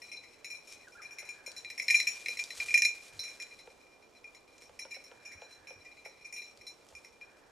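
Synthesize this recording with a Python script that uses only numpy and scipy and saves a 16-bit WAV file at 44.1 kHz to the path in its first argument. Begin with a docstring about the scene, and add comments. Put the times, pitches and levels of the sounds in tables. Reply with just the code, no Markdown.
"""A dog wearing a small bell works through dry brush in leafless woods, over a soft hush of air and a low rumble.
At first the bell tinkles: clapper strikes ring decaying modes. Distant chirps glide and a whirr comes and goes.
About two seconds in the dog passes close by, and the bell and the crackle of tiny random fractures swell.
Then it moves off and the bell thins out. Throughout, noise bursts make the snaps of twigs,
wood knocks dully as damped tones, deep thuds swell in the rumble, and the trunks scatter the sounds as echoes."""
import sys
import numpy as np
from scipy import signal
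from scipy.fft import rfft, irfft, next_fast_len
from scipy.io import wavfile
from scipy.ndimage import map_coordinates

SR = 44100
rng = np.random.default_rng(int(sys.argv[2]) if len(sys.argv) > 2 else 0)


def to_wav(s):
    """Save 16-bit WAV."""
    ch = np.atleast_2d(s).T  # columns
    pcm = np.round(np.clip(ch, -1, 1) * 32767)  # PCM
    wavfile.write(sys.argv[1], SR, pcm.astype(np.int16))


N = 331191
TIME = np.arange(N) / SR

# Levels in these tables are relative; each layer has its own trim.
# Colour of the steady air. Each row: frequency in Hz, level in dB.
AIR_COLOUR = [(25, -8.5), (80, -10), (176, -11.5), (300, -4.5), (470, -1.5), (800, -6.5), (1200, -10.5),
              (1700, -15.5), (3000, -20), (6000, -23.5), (10000, -34.5), (13500, -35), (15000, -42.5)]
# Colour of the low rumble. Each row: frequency in Hz, level in dB.
RUMBLE_COLOUR = [(20, -10), (50, -7.5), (78, 3.5), (120, -3.5), (220, -19)]
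# Soft, deep thuds. Each row: start in seconds, length in seconds, level in dB.
THUDS = [(2.056, .035, -70), (2.574, .17, -70), (2.83, .035, -71), (3.11, .09, -64), (4.68, 0.046, -72),
         (5.34, 0.043, -68), (5.56, .06, -70), (5.75, 0.056, -68), (6.58, 0.031, -70), (6.92, 0.054, -72)]
# Spells of the faint whirr. Each row: start in seconds, length in seconds, level in dB.
WHIRR_SPELLS = [(.33, 0.21, -70), (.99, 0.56, -59.5), (3.08, 0.37, -63), (5.08, .63, -63),
                (7.2, .31, -64.5)]
# Colour of the whirr. Each row: frequency in Hz, level in dB.
WHIRR_COLOUR = [(800, -8), (1250, -12), (1650, 0.5), (1850, -5.5), (2300, -18.5)]
# Distant chirps, each one bent glide. Each row: start in seconds, length in seconds,
# first, middle and last pitch in Hz, level in dB.
CHIRPS = [(.838, 0.026, 1890, 1870, 1790, -60.5), (.869, 0.019, 1720, 1515, 1440, -49.5),
          (0.948, 0.029, 1440, 1430, 1520, -50), (0.967, 0.04, 1636, 1624, 1600, -49.5),
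          (0.988, .028, 1650, 1352, 1140, -50), (1.342, 0.072, 1570, 1740, 1504, -61)]
# Dull woody knocks. Each row: start in seconds, level in dB.
KNOCKS = [(1.227, -43), (1.475, -44), (2.288, -44.5), (2.753, -43), (3.674, -43.5), (4.694, -46),
          (4.851, -40.5), (4.965, -45.5), (5.115, -40.5), (5.419, -39), (5.706, -43), (6.058, -42.5),
          (6.924, -51)]
# Modes of the knocked wood. Each row: frequency in Hz, level in dB, time to fall 60 dB in seconds.
WOOD_MODES = [(427, -2, 0.025), (530, 6, 0.034), (740, -7.5, 0.024), (896, -1.5, 0.036),
              (1350, -5.5, 0.023)]
# Twigs snapping. Each row: start in seconds, level in dB.
SNAPS = [(0.7244, -35), (0.734, -39), (0.884, -44), (1.517, -36), (1.58, -35), (2.0287, -32), (2.2054, -42),
         (2.439, -25), (3.119, -58), (3.4238, -34), (4.3475, -50), (4.581, -45), (4.8504, -49),
         (6.574, -43), (6.888, -45)]
# Colour of a snap. 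Each row: frequency in Hz, level in dB.
SNAP_COLOUR = [(500, -23.5), (1500, -17.5), (3000, -7.5), (5500, -2.5), (9000, -7.5), (14000, -28)]
# How loudly the dog pushes through the stems, greatest as it passes. Each row: time in seconds, level in dB.
PUSH = [(0.0, -73), (0.17, -80.5), (1.44, -77.5), (1.84, -69.5), (1.96, -58), (2.3, -65.5), (2.61, -63.5),
        (3.49, -73.5), (4.0, -84), (5.0, -80), (6.28, -83.5), (6.88, -78.5), (7.22, -83.5), (7.51, -84)]
# Single stems sweeping along its coat. Each row: middle in seconds, half length in seconds, level in dB.
SWISHES = [(0.72, 0.04, -70), (2.401, .015, -58), (2.656, 0.075, -58), (4.63, 0.053, -78.5),
           (6.89, 0.037, -76)]
# Colour of the crackling stems. Each row: frequency in Hz, level in dB.
STEM_COLOUR = [(700, -9.5), (1300, -5.5), (3000, -2), (5000, -1), (8000, -1.5), (10500, -8), (13000, -16.5),
               (15000, -23.5)]
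# The dog's path. Each row: time in seconds, share scattered by the trees in dB, left over right in dB.
PATH = [(0, 2.5, 3), (1.3, -1.5, 2.5), (1.9, -6.5, 1.1), (2.8, -9, 0.7), (3.3, -0.5, 0.5), (4.3, -2, 1.5),
        (5.6, 7, 0), (6.3, 3, 1.5), (6.8, -2.5, 0.2), (7.5, -5, 3)]
# The clearer clapper strikes; where the clapper lands sets brightness and the second partial. Each row:
# start in seconds, ring in dB, clack above the ring in dB, brightness in dB, second partial in dB.
STRIKES = [(0.018, -48.5, 11.5, -4, 1), (0.116, -50.5, 8, -9, -3), (0.161, -57.5, -8, -8, 7),
           (0.234, -67.5, 26, 1, 12), (0.4448, -45.5, 12, 0.5, 0), (0.5018, -48, 5, -8, -1),
           (0.547, -52.5, 4, 2, 2), (0.6724, -52.5, -6, -2, -11), (0.72, -55.5, 5, -4, -4),
           (0.9208, -61, 5, -3, -4), (1.0183, -53.5, 14, -2, -10), (1.048, -53, -5, -13, 2),
           (1.1084, -53, -3, -6, -20), (1.185, -46, 11.5, -2, -4), (1.2521, -55.5, 15.5, -1, 6),
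           (1.2891, -45.5, 7.5, -7.5, -1), (1.4622, -45, 1, 4.5, 3), (1.5635, -48, 8, 7, 8),
           (1.6471, -54, 15.5, -17, 13.5), (1.701, -47, 22.5, -1, 3), (1.7774, -46, 18.5, 7, -13),
           (1.7975, -47, 25, -7, 1), (1.821, -45.5, 11, 16, -5), (1.8816, -34, 16, -8, 4.5),
           (1.9006, -35.5, 20, -25, -16), (1.9055, -27.5, 14, -7, -0.5), (1.9435, -27.5, 6, -22, -9),
           (1.952, -32, 13.5, 9.5, 7), (2.0, -34, 17.5, -1, 8), (2.0698, -28, 5.5, -1, -10),
           (2.2598, -49.5, 26.5, -11, 12), (2.2838, -36, 9, -8.5, 5.5), (2.3708, -46.5, 18, 3, 10),
           (2.391, -36.5, 9, -14, -5), (2.5043, -53, 25, 23, 16.5), (2.601, -43.5, 16, -26.5, 9.5),
           (2.6836, -46.5, 12, -20, -1), (2.7055, -40.5, 9, -16, -8), (2.7411, -25.5, 10, -15.5, -3),
           (2.7761, -28.5, 12.5, -7, -5), (2.8205, -30, 18, -8.5, -1), (2.8488, -26, 11, -5.5, 0.5),
           (3.192, -45.5, -1, 13, 13.5), (3.234, -46, 12.5, 0.5, 4), (3.2808, -49, 9.5, 0.5, 4),
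           (3.3993, -47.5, 14, -2, 8), (3.5092, -57.5, 11, -13, 8), (3.5903, -59, 21, 4, 10),
           (4.2421, -58.5, 12, -21, -10), (4.3473, -62.5, 17.5, 9, 5), (4.619, -61, 13.5, 8, 1),
           (4.791, -45, 10.5, 8, -1.5), (4.908, -50, 3, -5, -5), (4.9399, -54.5, 16.5, -8, 1),
           (5.0392, -57, 11, 8, -7), (5.251, -52.5, 5, -7.5, -11), (5.3141, -60, 17, -3, -3),
           (5.5096, -60, 11, 4.5, 5.5), (5.671, -54.5, 10, -9.5, -5), (5.8483, -66.5, 23.5, -22, -4),
           (6.0488, -59, 15.5, 0, 2), (6.245, -56.5, 8, -9, -7), (6.325, -46.5, 7.5, 0, -12),
           (6.362, -46.5, 7, 0, 1), (6.3808, -48.5, -8, -8, 0), (6.4188, -50.5, 8, -3, 3),
           (6.6115, -57, 11, -5, 1), (6.667, -49.5, 4.5, 4, 4), (6.951, -51, 3, -6, -13),
           (7.0465, -56.5, 14, 1, -11), (7.212, -55.5, 6, -16, -5)]
# The bell's modes in four families, lowest to highest; close pairs beat.
# Each row: frequency in Hz, level in dB, time to fall 60 dB in seconds.
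LOWEST_MODES = [(2332, -23, 0.13), (2400, 1.5, 0.18), (2377, -14.5, 0.098)]
SECOND_MODES = [(4054, -0.5, 0.023), (4038, -0.5, 0.18)]
UPPER_MODES = [(5370, -3, .05), (5460, -1, .16), (5530, -5, .07), (5603, -4, .22), (6193, -11, .18),
               (6805, -12, .06), (6840, -7, .19)]
TOP_MODES = [(8735, -1, .13), (8812, -3, .11), (9685, -3, .11), (9765, -4, .1), (10420, -3, .11),
             (10510, -7, .05), (10772, -7, .11), (11640, -7, .1), (11890, -9, .1), (12890, -18, .08),
             (13585, -12, .09)]
# Colour of the clapper's short, hollow clack. Each row: frequency in Hz, level in dB.
CLACK_COLOUR = [(900, -62.5), (1550, -30.5), (1720, -18.5), (1850, -0.5), (2050, 2), (2350, 6), (2650, -10),
                (3000, -23), (4600, -25), (5400, -2.5), (6000, -16), (10000, -29), (14000, -40)]

HUSH_DB, RUMBLE_DB = -62.5, -84
HUSH_FOLLOWS = 0.098  # lift of the hush while the dog is near, dB per dB of push
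THUD_ATTACK_S, THUD_RELEASE_S = 0.017, 0.03
WHIRR_ATTACK_S, WHIRR_RELEASE_S = 0.03, 0.14
SNAP_T60_S, STICK_T60_S = 0.012, 0.005
FRACTURES_PER_S, FRACTURE_SPREAD_DB = 2200, 2.8
SURGE_DB, SURGES_PER_S = 1, 18  # the rustle comes in uneven surges
RING_RISE_S = 0.00031  # a struck body takes a moment to ring fully
# how far each family of modes moves with a strike's brightness, dB per dB
LOWEST_TILT, UPPER_TILT, TOP_TILT = -0.5, 0.27, 0.3
ROLL_DB = -66.5  # light clapper touches at the dog's mean effort, before the modes' own levels
ROLL_FOLLOWS = 0.27  # dB per dB of effort
CUTOFF_HZ = 15000


def from_db(db):
    """Decibels to gain."""
    return 10 ** (np.asarray(db) / 20)


def rms_one(x):
    """Scale to unit rms."""
    return x / np.sqrt(np.mean(x ** 2) + 1e-20)


def in_time(rows):
    """Each column of a curve at every sample."""
    s, *columns = np.transpose(rows)
    return [np.interp(TIME, s, column) for column in columns]


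def lowpass(x, order, hz):
    """Smooth roll-off above a frequency."""
    return signal.sosfilt(signal.butter(order, hz, fs=SR, output="sos"), x)


def highpass(x, order, hz):
    """Smooth roll-off below a frequency."""
    return signal.sosfilt(signal.butter(order, hz, "high", fs=SR, output="sos"), x)


def colour(x, spectrum, size=8192):
    """Causal (minimum-phase) filter with the given spectrum, falling away beyond its ends."""
    hz, db = np.transpose(spectrum)
    log_hz, at = np.log(np.arange(size // 2 + 1) * SR / size + 1), np.log(hz)
    outside = np.abs(log_hz - np.clip(log_hz, at[0], at[-1]))
    target_db = np.interp(log_hz, at, db) - 20 * outside
    # folding the cepstrum forward in time gives minimum phase
    cepstrum = irfft(np.log(from_db(target_db)))
    cepstrum[1:size // 2] *= 2
    cepstrum[size // 2 + 1:] = 0
    response = irfft(np.exp(rfft(cepstrum)))
    return signal.oaconvolve(x, np.array(response, ndmin=x.ndim), axes=-1)[..., :N]


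def drift(rate):
    """Slow random wander of unit rms, with this many turning points a second."""
    knots = rng.standard_normal(8000)
    return rms_one(np.interp(TIME * rate, np.arange(len(knots)), knots))


def fade(t60, size):
    """Exponential decay, down 60 dB after t60 seconds."""
    return np.exp(-np.log(1000) * TIME[:size] / t60)


def add(track, s, sound):
    """Mix a sound into a track at time s."""
    at = max(round(s * SR), 0)
    track[at:at + len(sound)] += sound[:max(N - at, 0)]


def spells(rows, attack_s, release_s):
    """Gain over time in which each spell rises, holds and falls."""
    gain = np.zeros(N)
    for s, length, db in rows:
        rise = (TIME - s) / attack_s
        fall = 1 - (TIME - s - length) / release_s
        gain += from_db(db) * np.clip(np.minimum(rise, fall), 0, 1)
    return gain


def stereo(mid, side, side_db):
    """Left and right from a common and an opposed part."""
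    return mid + from_db(side_db) * side * np.array([[1], [-1]])


def noise(spectrum, side_db):
    """Coloured stereo noise of unit rms."""
    mid, side = colour(rng.standard_normal((2, N)), spectrum)
    return rms_one(stereo(mid, side, side_db))


def burst(t60, size=4000):
    """A contact that chatters briefly: decaying noise of unit energy."""
    chatter = rng.standard_normal(size) * fade(t60, size)
    return chatter / np.linalg.norm(chatter)


def ring(modes, uneven_db, detune, size=11000):
    """One blow sets each mode ringing, with chance strength, sign and tuning."""
    hz, db, t60 = np.transpose(modes)
    strength = from_db(db + uneven_db * rng.standard_normal(len(hz))) * rng.choice([-1, 1], len(hz))
    turning = np.float32(2 * np.pi * hz * (1 + detune * rng.standard_normal(len(hz))))
    dying, t = np.float32(np.log(1000) / t60), np.float32(TIME[:size])
    rise = 1 - np.exp(-t / RING_RISE_S)
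    decays = np.exp(-np.minimum(np.outer(dying, t), 20))
    return rise * (strength @ (np.sin(np.outer(turning, t)) * decays))


def effort():
    """The dog's stir in the brush, in dB about its mean."""
    db, = in_time(PUSH)
    return db - db.mean()


def hush_of_air():
    """Soft steady noise that lifts a little as the dog stirs harder."""
    return from_db(HUSH_DB + HUSH_FOLLOWS * effort()) * noise(AIR_COLOUR, side_db=-4.5)


def rumble_and_thuds(thud_db):
    """Low, nearly central noise that swells briefly for each deep thud."""
    level = from_db(RUMBLE_DB) + from_db(thud_db) * spells(THUDS, THUD_ATTACK_S, THUD_RELEASE_S)
    return level * noise(RUMBLE_COLOUR, side_db=-18)


def whirr(whirr_db):
    """Mid-pitched noise that comes and goes in spells."""
    level = from_db(whirr_db) * spells(WHIRR_SPELLS, WHIRR_ATTACK_S, WHIRR_RELEASE_S)
    return level * noise(WHIRR_COLOUR, side_db=-4.5)


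def background(thud_db, whirr_db):
    """Air, rumble and whirr together, leaning to the right."""
    bed = hush_of_air() + rumble_and_thuds(thud_db) + whirr(whirr_db)
    return bed * from_db(1.53 * np.array([[-1], [1]]))


def chirps(waver):
    """Thin whistles that swell and fade as they glide through three pitches."""
    out = np.zeros(N)
    unsteady = 1 + waver * drift(240)
    for s, length, first, middle, last, db in CHIRPS:
        along = np.linspace(0, 1, int(length * SR))
        bend = np.polyfit([0, 0.5, 1], [first, middle, last], 2)
        hz = np.polyval(bend, along) * unsteady[int(s * SR):][:len(along)]
        swell = np.sin(np.pi * along)
        add(out, s, from_db(db) * swell * np.sin(2 * np.pi * np.cumsum(hz) / SR))
    return out


def woods(x, early_t60, late_t60, late_db, dull_hz, size=32000, count=4):
    """Nearby stems scatter at once, far trunks return a weak, duller tail; the echo patterns shift by chance."""
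    out, t = np.zeros((2, N)), TIME[:size]
    shares = np.array([drift(7) for _ in range(count)])
    for share in shares / np.linalg.norm(shares, axis=0):
        early = rng.standard_normal((2, size)) * fade(early_t60, size) * (t > 0.003)
        late = rng.standard_normal((2, size)) * fade(late_t60, size) * (1 - fade(0.11, size))
        mid, side = early + from_db(late_db) * lowpass(late, 1, dull_hz)
        echoes = stereo(mid, side, side_db=-6.0) / np.linalg.norm(mid)
        out += signal.fftconvolve((share * x)[None], echoes, axes=1)[:, :N]
    return out


def woody_knocks(knock_db, wood_db, crack_hz, wood_hz, sink_s):
    """A knock starts as a high crack and sinks at once to the dull note of the wood, whose modes ring."""
    knocks = np.zeros(N)
    decay = fade(0.026, size=4000)
    sink = np.exp(-TIME[:len(decay)] / sink_s)
    for s, db in KNOCKS:
        hz = wood_hz * from_db(1.5 * rng.normal()) + crack_hz * sink
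        add(knocks, s, from_db(db + knock_db) * decay * np.sin(2 * np.pi * np.cumsum(hz) / SR))
        add(knocks, s + 0.002, from_db(db + wood_db) * ring(WOOD_MODES, uneven_db=2.0, detune=0.06))
    return highpass(knocks, 2, 330)


def snapping_twigs(snap_db):
    """Thin twigs snap brightly: each is a very short burst of coloured noise."""
    snaps = np.zeros(N)
    for s, db in SNAPS:
        add(snaps, s, from_db(db + snap_db) * burst(SNAP_T60_S))
    return colour(snaps, SNAP_COLOUR)


def brush(per_s, spread_db, sticks_per_s, stick_db, body_db, crisp_db, swish_db, split_hz):
    """Clumps of tiny fractures in dry leaves, with lone, larger ticks as stems give way."""
    push = from_db(in_time(PUSH)[0])
    for s, half, db in SWISHES:
        push += from_db(db + swish_db) * np.exp(-((TIME - s) / half) ** 2)
    # a wandering fracture rate makes the clumps
    born = rng.random((2, N)) < per_s * from_db(4 * drift(45)) / SR
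    sizes = from_db(spread_db * np.minimum(rng.exponential(1, (2, N)), 5))
    leaves = rms_one(born * sizes * rng.choice([-1, 1], (2, N)))
    tick_sizes = from_db(3.9 * np.clip(rng.standard_normal(N), -2, 2))
    ticks = (rng.random(N) < sticks_per_s / SR) * tick_sizes
    sticks = from_db(stick_db) * rms_one(signal.fftconvolve(ticks, burst(STICK_T60_S))[:N])
    grains = rms_one(colour(stereo(*leaves, side_db=-21) + sticks, STEM_COLOUR))
    body = lowpass(grains, 1, split_hz)
    crisp = grains - body
    push *= from_db(SURGE_DB * drift(SURGES_PER_S))
    return push * (from_db(body_db) * body + from_db(crisp_db) * crisp)


def swing(x, travel_m, rate):
    """The bell is jolted to and fro, so its changing distance bends the pitch a little."""
    delay = travel_m * drift(rate) / 343  # speed of sound, m/s
    return map_coordinates(x, [(TIME - delay) * SR], order=3)


def flutter(x, depth, rate):
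    """Ever-changing paths through the stems smear the partials by random shifts of level and phase."""
    analytic = signal.hilbert(x, next_fast_len(N))[:N]
    wandering = analytic.real * drift(rate) + analytic.imag * drift(rate)
    return (x + depth * wandering) / np.sqrt(1 + 2 * depth ** 2)


def rolling_clapper(per_s, spread_db, second_db, upper_db, top_db, clack_db):
    """Light chance touches, firmer as the dog pushes harder, keep the shell astir between the strikes."""
    touch_db = ROLL_DB + ROLL_FOLLOWS * effort() + spread_db * rng.standard_normal(N)
    touches = (rng.random(N) < per_s / SR) * from_db(touch_db)
    shell = ring(LOWEST_MODES, 0, 0) + from_db(second_db) * ring(SECOND_MODES, 0, 0)
    shell += from_db(upper_db) * ring(UPPER_MODES, 0, 0) + from_db(top_db) * ring(TOP_MODES, 0, 0)
    return signal.oaconvolve(touches, shell)[:N] + from_db(clack_db) * colour(touches, CLACK_COLOUR)


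def bell(lowest_db, second_db, upper_db, top_db, clack_db, bounce_db, damp_db):
    """Each strike clacks and rings the shell; the clapper bounces, and its next blow damps the old ring."""
    shell, clacks = np.zeros(N), np.zeros(N)
    gaps = np.diff([row[0] for row in STRIKES] + [TIME[-1] + 1])
    for (s, db, clack, bright, second), gap in zip(STRIKES, gaps):
        tone = from_db(lowest_db + LOWEST_TILT * bright) * ring(LOWEST_MODES, uneven_db=-0.5, detune=0.0012)
        tone += from_db(second_db + second) * ring(SECOND_MODES, uneven_db=1.0, detune=0.0016)
        tone += from_db(upper_db + UPPER_TILT * bright) * ring(UPPER_MODES, uneven_db=2.5, detune=0.0019)
        tone += from_db(top_db + TOP_TILT * bright) * ring(TOP_MODES, uneven_db=2.5, detune=0.0044)
        damping_db = np.interp(TIME[:len(tone)], [gap, gap + 0.0053], [0, damp_db])
        add(shell, s, tone * from_db(db + damping_db))
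        contact = from_db(db + clack + clack_db)
        add(clacks, s, contact * burst(t60=0.026))
        for delay in rng.uniform(0.0032, 0.029, 2):
            add(clacks, s + delay, contact * from_db(bounce_db) * burst(t60=0.032))
    # so small a shell radiates nothing low
    return highpass(shell + colour(clacks, CLACK_COLOUR), 8, 1720)


def scene():
    """The farther the dog, the more of its bell arrives by way of the trees."""
    scattered_db, pan_db = in_time(PATH)
    bed = background(thud_db=-1.0, whirr_db=-4.0)
    small = chirps(waver=0.0164) + snapping_twigs(snap_db=18.5)
    small += woody_knocks(knock_db=-5.5, wood_db=-8.0, crack_hz=3430, wood_hz=494, sink_s=0.001105)
    stems = brush(per_s=FRACTURES_PER_S, spread_db=FRACTURE_SPREAD_DB, sticks_per_s=61, stick_db=-10.0,
                  body_db=9, crisp_db=8.5, swish_db=-1.5, split_hz=6300)
    collar = bell(lowest_db=1.88, second_db=-4.5, upper_db=-1.5, top_db=-13.0,
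                  clack_db=24.5, bounce_db=-20.0, damp_db=-6.5)
    collar += rolling_clapper(per_s=30, spread_db=3.0, second_db=-7.5, upper_db=-7.5, top_db=-19.5, clack_db=27.5)
    direct = flutter(collar, depth=0.12, rate=220)
    smeared = flutter(swing(collar, travel_m=0.022, rate=45), depth=0.6, rate=170)
    to_trees = smeared * from_db(scattered_db) + small * from_db(-6.5)
    echoes = woods(to_trees, early_t60=0.14, late_t60=0.62, late_db=-14.0, dull_hz=5000)
    # half the left-right difference goes to each side
    dog = (direct + stems + echoes) * from_db(pan_db * np.array([[0.5], [-0.5]]))
    return dog + small + bed


def record(dry):
    """The top is cut steeply."""
    return signal.sosfilt(signal.ellip(10, 0.1, 80, CUTOFF_HZ, fs=SR, output="sos"), dry)


dry = scene()
out = record(dry)
to_wav(out)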